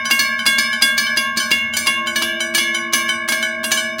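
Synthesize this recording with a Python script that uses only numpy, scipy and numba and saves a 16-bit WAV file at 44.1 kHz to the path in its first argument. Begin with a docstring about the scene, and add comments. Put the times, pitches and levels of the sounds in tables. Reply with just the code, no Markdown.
"""Three steel signal gongs ring in a workshop, each beaten by its own hammer at its own pace.
Every blow clacks and excites the normal modes of a shell: the high ones die quickly, while the low
ones last from blow to blow and merge into a beating hum. The microphone drifts from the first gong
towards the others, with a little handling rumble, over the steady wash of the room."""
import sys
import numpy as np
from scipy import signal
from scipy.fft import rfft, irfft
from scipy.io import wavfile
from scipy.ndimage import uniform_filter1d
from numba import njit

SR = 44100
rng = np.random.default_rng(int(sys.argv[2]) if len(sys.argv) > 2 else 0)


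def unload_wav(signal):
    """Save mono or channel-first audio to the path in sys.argv[1] as 16-bit WAV at rate SR, clipped to [-1, 1]."""
    wavfile.write(
        sys.argv[1],
        SR,
        np.round(np.clip(np.atleast_2d(signal).T, -1, 1) * 32767).astype(np.int16),
    )


N = 176400
TIME = np.arange(N) / SR
LEAD_S = 2  # the gongs are already being beaten during this time before the scene opens
RISE_S = .0012  # time constant with which a blow feeds a mode


def undb(db):
    """Amplitude ratio of a level in decibels."""
    return 10 ** (np.asarray(db) / 20)

def curve(rows):
    """Gain envelope, linear in decibels between (seconds, dB) points."""
    return undb(np.interp(TIME, *np.array(rows).T))

def decay(age_s, t60):
    """Exponential damping: the amplitude falls 60 dB in t60 seconds."""
    return np.exp(-np.log(1000) * age_s / t60)

def noise(spectrum):
    """Spectral shaping: white noise is coloured by (Hz, dB) points and scaled to unit rms."""
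    hz, db = np.array(spectrum).T
    bins_hz = np.maximum(np.arange(N // 2 + 1) * SR / N, 1)
    gain = undb(np.interp(np.log(bins_hz), np.log(hz), db))
    coloured = irfft(rfft(rng.standard_normal(N)) * gain, N)
    return coloured / coloured.std()

def wander(rate_hz):
    """Random fluctuation: straight lines join Gaussian values of unit spread."""
    steps = rng.standard_normal(256)
    return np.interp(TIME * rate_hz + rng.random(), np.arange(len(steps)), steps)

@njit
def resonator(length, starts, kicks, pole, state, rise):
    """Damped oscillator: each kick enters in quadrature with the motion, so their energies add."""
    out, k, feed = np.empty(length, np.complex128), 0, 0j
    for i in range(length):
        if k < len(starts) and i >= starts[k]:
            feed = 1j * kicks[k] * state / abs(state)
            k += 1
        state = (state + rise * feed) * pole
        feed = feed * pole * (1 - rise) + 1e-15
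        out[i] = state
    return out

# Bands that change level as the microphone drifts. Each row: lower and upper edge in Hz, then a list
# of points, each a time in seconds and a gain in dB.
DRIFT_BANDS = [(2205, 2260, [(1.5, -7), (2.3, 0)]), (2870, 2990, [(2.0, -4), (2.15, 5), (2.6, 5),
               (3.3, 2)]), (3390, 3470, [(.2, -3), (.45, 4), (.9, 4), (1.4, -2)]), (4250, 5200, [(1.4, 4),
               (2.3, -2)])]

def partial(hz, mode_db, t60, blow_s, blow_db, treble_db):
    """Impulse excitation: one mode responds to every blow, at a level set by the listening position."""
    treble_share = np.clip(np.log(hz / 2500) / np.log(7000 / 2500), 0, 1)  # rises from 2500 to 7000 Hz
    scatter, polarity = rng.standard_normal((len(blow_s), 2)).T
    kicks = np.sign(polarity) * undb(mode_db + blow_db + treble_share * (treble_db + 3.2 * scatter))
    starts, lead = ((blow_s + LEAD_S) * SR).astype(np.int64), int(LEAD_S * SR)
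    pole = np.exp((2j * np.pi * hz - np.log(1000) / t60) / SR)
    rest = 1e-9 * np.exp(2j * np.pi * rng.random())
    swing = resonator(N + lead, starts, kicks, pole, rest, rise=1 / (RISE_S * SR))[lead:]
    return next((swing * curve(points) for lo, hi, points in DRIFT_BANDS if lo < hz < hi), swing)

def shimmer_modes(db, count=45, low_hz=3100, high_hz=15500):
    """High modal density: many weak overtones of shell and mount, as frequency, level and decay time."""
    place, life = rng.random((count, 2)).T
    hz = low_hz + (high_hz - low_hz) * (np.arange(count) + place) / count
    level_db = db - 2 * np.log2(hz / hz.mean())
    return np.column_stack([hz, level_db, .2 * (.5 + life)])

# Splitting of the strongest modes. Each row: mode frequency in Hz, beat rate in Hz, level of the twin
# relative to the mode in dB.
SPLIT_MODES = [(1612, 13, -20), (1690, 6.5, -2), (2179, 7, -18), (2292, 13, -3), (2788, 9, -6),
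               (2929, 14, -15), (3422, 10, -14)]

def with_twin(swing, hz, since_blow):
    """Mode splitting: a gong is not quite round, so a mode beats with a twin, in step at each blow."""
    usual = hz * .00278 * (.5 + rng.random()), -7  # beat rate in Hz, twin level in dB
    beat_hz, twin_db = next((beat for near, *beat in SPLIT_MODES if abs(hz - near) < 20), usual)
    phase = (2 * np.pi * beat_hz * since_blow).astype(np.float32)
    along, across = uniform_filter1d([np.cos(phase), np.sin(phase)], int(2 * RISE_S * SR) + 1)
    return swing.imag + undb(twin_db) * (swing.imag * along + swing.real * across)

def gong(blows, modes, shimmer_db, wander_db=1.3):
    """Modal superposition: a steadily beaten shell sounds as the sum of its shimmer and paired modes."""
    first_s, *first_levels = blows[0]
    period_s = np.diff([row[0] for row in blows]).mean()
    earlier = [(first_s - k * period_s, *first_levels) for k in range(int(LEAD_S / period_s) - 1, 0, -1)]
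    blow_s, ring_db, treble_db, _, *lowest_db = np.array(earlier + list(blows)).T
    since_blow = TIME - blow_s[np.searchsorted(blow_s, TIME, side="right") - 1]
    out = sum(partial(*mode, blow_s, ring_db, treble_db).imag for mode in shimmer_modes(shimmer_db))
    for k, (hz, mode_db, t60) in enumerate(modes):
        blow_db = lowest_db[k] if k < len(lowest_db) else ring_db
        swing = partial(hz, mode_db, t60, blow_s, blow_db, treble_db)
        out += with_twin(swing, hz, since_blow) * undb(wander_db * wander(rate_hz=9))
    return out

# Blows on each gong. Each row: start in seconds, ring gain in dB, extra treble in dB, clack gain in dB.
# The first gong's rows end with separate ring gains in dB for its three lowest listed modes, which a
# blow meets in or out of step.
FIRST_STRIKES = [(.109, -1.5, -3.5, 6.5, 0, 2, 1), (.463, 0, -2, 6, 2, 2, -1.5),
                 (.821, 0.5, -3, 5.5, 3.5, -1, -3), (1.171, -1.5, -6, 2.5, -0.5, -6, 0),
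                 (1.514, 0.5, -9.5, 7.5, -26, 2.5, 5), (1.869, 2.5, -13, 6.5, -2.5, -1, 2),
                 (2.222, -0.5, -10.5, 4, -2.5, -15, -6), (2.579, 3.5, -13, 3, -13.5, -1, -8.5),
                 (2.936, -12.5, 6.5, -1, -3.5, -5, -11), (3.286, -5.5, 0.5, 3, 0, -4, -13),
                 (3.640, -11, 3.5, 0, -7.5, -18, -7.5), (3.992, -11, -8, 0, -14, -21, -7)]
SECOND_STRIKES = [(0.191, 0.5, -4, -3), (0.583, 2.5, -6.5, -4), (0.978, 2, -5, -2), (1.371, -2, -3, -2),
                  (1.767, -4, 2, -1.5), (2.158, 1, -7.5, -3), (2.547, 1, -2, 1.5), (2.933, 1.5, -4, 4.5),
                  (3.321, -3, -4.5, 2.5), (3.716, 0, -1.5, 6)]
THIRD_STRIKES = [(.054, -2, -2.5, -6), (0.391, 1, -11.5, -9.5), (0.729, -1.5, -4, -7.5),
                 (1.066, -1.5, -9.5, -17), (1.4, 0.5, -6, -26), (1.736, -1, -2, -10), (2.07, 1.5, -2.5, -7),
                 (2.404, 0.5, 0, -7), (2.745, -0.5, 0, -7), (3.09, 2.5, -4.5, -2.5), (3.426, 2.5, -4, -3.5),
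                 (3.772, 1, 0.5, -13)]
# Normal modes of each gong. Each row: frequency in Hz, relative level in dB, 60 dB decay time in seconds.
FIRST_PARTIALS = [(1612, -23, 2.6), (2179, -18, 1.4), (2788, -20.5, .65), (3251, -29, .19), (3422, -24, .5),
                  (4104, -25, .3), (4591, -33, .17), (4830, -22, .16), (4885, -19, .15), (5515, -33, .25),
                  (5612, -32, .3), (5908, -28, .25), (6406, -30, .37), (7253, -35, .25), (8072, -31, .17),
                  (8153, -26, .23), (9073, -31, .33), (10077, -20, .22), (10998, -32, .16),
                  (11111, -28, .23), (12193, -31, .27), (13326, -35, .23), (14494, -36, .4),
                  (15719, -37, .18)]
SECOND_PARTIALS = [(1137, -39, 3.5), (1690, -26, 2.2), (2292, -25.5, 1.2), (2929, -26, 1.3),
                   (3356, -35, .37), (3617, -31, 1.3), (3822, -30, .22), (4352, -24, .32), (4670, -32, .18),
                   (4737, -32, .18), (5003, -25, .25), (5135, -32, .65), (5757, -31, .17), (5943, -25, .25),
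                   (6093, -32, .6), (6333, -28, .25), (6828, -27, .18), (7340, -33, .35), (8459, -34, .33),
                   (8719, -24, .26), (9733, -28, .3), (10777, -34, .36), (10882, -36, .4),
                   (11915, -37, .55), (12330, -38, .35), (14320, -29, .2), (14365, -29, .2),
                   (15458, -35, .3), (15676, -34, .23)]
THIRD_PARTIALS = [(856, -49, 1.5), (1499, -32, 1.1), (2231, -25, .8), (3045, -22, .15), (3935, -32, .28),
                  (4893, -34, .3), (5927, -31, .25), (7025, -31, .23), (8188, -38, .28), (9428, -37, .23),
                  (10739, -39, .22), (12131, -45, .3)]

def gongs():
    """Linear superposition: the pressures of three independently struck gongs add."""
    return undb(2.5) * (gong(FIRST_STRIKES, FIRST_PARTIALS, shimmer_db=-39)
                        + gong(SECOND_STRIKES, SECOND_PARTIALS, shimmer_db=-40)
                        + gong(THIRD_STRIKES, THIRD_PARTIALS, shimmer_db=-54))

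# The gongs' humming modes. Each row: frequency in Hz, level in dB before any envelope.
DEEP_TONES = [(80.7, -53.5), (223.5, -38), (234.8, -35.5)]
MIDDLE_TONES = [(610.5, -5), (613.8, -1)]
HIGH_TONES = [(1086, 3), (1091.2, -11)]
# Envelopes of the humming modes. Each row: time in seconds, gain in dB.
LOW_ENVELOPE = [(0, -74), (1.75, -50.5), (2.0, -41.5), (2.26, -36), (2.9, -35), (3.3, -42), (4, -43.5)]
MIDDLE_ENVELOPE = [(0, -44), (1.2, -38), (1.8, -44.5), (1.9, -34.5), (2.5, -42.5), (3.0, -42),
                   (3.35, -40.5), (4, -46)]
UPPER_ENVELOPE = [(0, -42), (2.1, -45), (2.2, -34.5), (2.53, -31.5), (2.6, -41), (3.28, -37.5), (3.35, -32),
                  (4, -31.5)]
HIGH_ENVELOPE = [(0.0, -29), (1.1, -36), (1.28, -26), (1.84, -46.5), (1.88, -20), (1.94, -35.5),
                 (1.98, -24.5), (2.38, -42.5), (3.02, -28), (3.52, -39), (3.78, -32), (3.83, -40),
                 (4.0, -36.5)]

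def hum(low_hz=339.5, upper_hz=638.8):
    """Interference: the lowest modes hardly fade between blows, and close frequencies beat."""
    def tones(rows):
        return sum(undb(db) * np.sin(2 * np.pi * (hz * TIME + rng.random())) for hz, db in rows)

    return (tones(DEEP_TONES)
            + curve(LOW_ENVELOPE) * tones([(low_hz, 2)])
            + curve(MIDDLE_ENVELOPE) * tones(MIDDLE_TONES)
            + curve(UPPER_ENVELOPE) * tones([(upper_hz, 2)])
            + curve(HIGH_ENVELOPE) * tones(HIGH_TONES))

def room(direct, above_hz=2500, echo_db=-9):
    """Reverberation: nearby hard surfaces scatter the treble into a short diffuse tail."""
    t = np.arange(SR // 2) / SR
    echo = rng.standard_normal(len(t)) * decay(t, t60=.2)
    treble = signal.sosfilt(signal.butter(4, above_hz, "high", fs=SR, output="sos"), direct)
    return direct + undb(echo_db) * signal.fftconvolve(treble, echo / np.linalg.norm(echo))[:N]

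# Spectrum of the room's wash. Each row: frequency in Hz, relative spectral density in dB.
WASH_SPECTRUM = [(25, -11), (80, 4.5), (130, 1), (220, 11), (330, -3), (480, -17), (2800, -15), (4500, -27),
                 (16000, -52)]

def wash():
    """Stationary noise: the room's background is steady and strongest in the bass."""
    return undb(-46) * noise(WASH_SPECTRUM)

# Spectra of the clack of hammer and housing, and of the dull tail of housing and bench.
# Each row: frequency in Hz, relative spectral density in dB.
CLACK_SPECTRUM = [(60, -23), (150, -4.5), (280, -5), (450, -11.5), (1000, 6.5), (2000, -0.5), (4000, 5.5),
                  (7000, -3), (11000, -10), (16000, -7)]
TAIL_SPECTRUM = [(60, -14), (280, 4), (450, -6), (2500, -3), (5000, -19), (16000, -42)]

def hammers(lead_in_s=.008, lead_in_db=-11):
    """Impact noise: a faint, brief hiss precedes each clack and the housing's dull tail; powers add."""
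    clack_power, tail_power = np.zeros((2, N))
    for start_s, _, _, db, *_ in [*FIRST_STRIKES, *SECOND_STRIKES, *THIRD_STRIKES]:
        contact = int(start_s * SR)
        age_s = TIME[:N - contact]
        clack_power[max(contact - int(lead_in_s * SR), 0):contact] += undb(db + lead_in_db) ** 2
        clack_power[contact:] += (undb(db) * decay(age_s, t60=.05)) ** 2
        tail_power[contact:] += (undb(db) * decay(age_s, t60=.3)) ** 2
    clack = undb(-20.5) * np.sqrt(clack_power) * noise(CLACK_SPECTRUM)
    tail = undb(-35.5) * np.sqrt(tail_power) * noise(TAIL_SPECTRUM)
    return clack + tail

# Spectrum of an armature hitting its stop. Each row: frequency in Hz, relative spectral density in dB.
THUD_SPECTRUM = [(100, -50), (210, -4), (340, -2), (480, -33.5), (2000, -65)]

def thuds(fade_db_per_s=2):
    """Attenuation with distance: the two near hammers' armatures thud less as the microphone moves off."""
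    envelope = sum((TIME >= start_s) * decay(abs(TIME - start_s), t60=.2)
                   for start_s, *_ in [*FIRST_STRIKES, *SECOND_STRIKES])
    return undb(-30 - fade_db_per_s * TIME) * envelope * noise(THUD_SPECTRUM)

# Spectrum of the handling rumble. Each row: frequency in Hz, relative spectral density in dB.
RUMBLE_SPECTRUM = [(45, -12), (85, 3), (140, -7), (400, -53)]
# Envelope of the rumble. Each row: time in seconds, level in dB.
RUMBLE_ENVELOPE = [(1.45, -60), (1.55, -46), (2.0, -51), (2.2, -60)]

def handling_rumble():
    """Structure-borne sound: handling the microphone makes a low rumble that swells briefly."""
    return curve(RUMBLE_ENVELOPE) * noise(RUMBLE_SPECTRUM)

def scene():
    """Superposition in one channel: gongs and hammers reverberate, and the other sounds add directly."""
    ringing = gongs()
    background = wash() + handling_rumble()
    return (room(ringing + hammers()) + thuds() + hum() + background)[None]

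def record(dry, bass_hz=70, top_hz=15900):
    """Band limiting and clipping: the microphone thins the bass; the recorder caps peaks and cuts the top."""
    thinned = signal.sosfilt(signal.butter(2, bass_hz, "high", fs=SR, output="sos"), dry)
    capped = np.clip(thinned, -1, 1)
    return signal.sosfilt(signal.ellip(10, .2, 80, top_hz, fs=SR, output="sos"), capped)


dry = scene()
out = record(dry)
unload_wav(out)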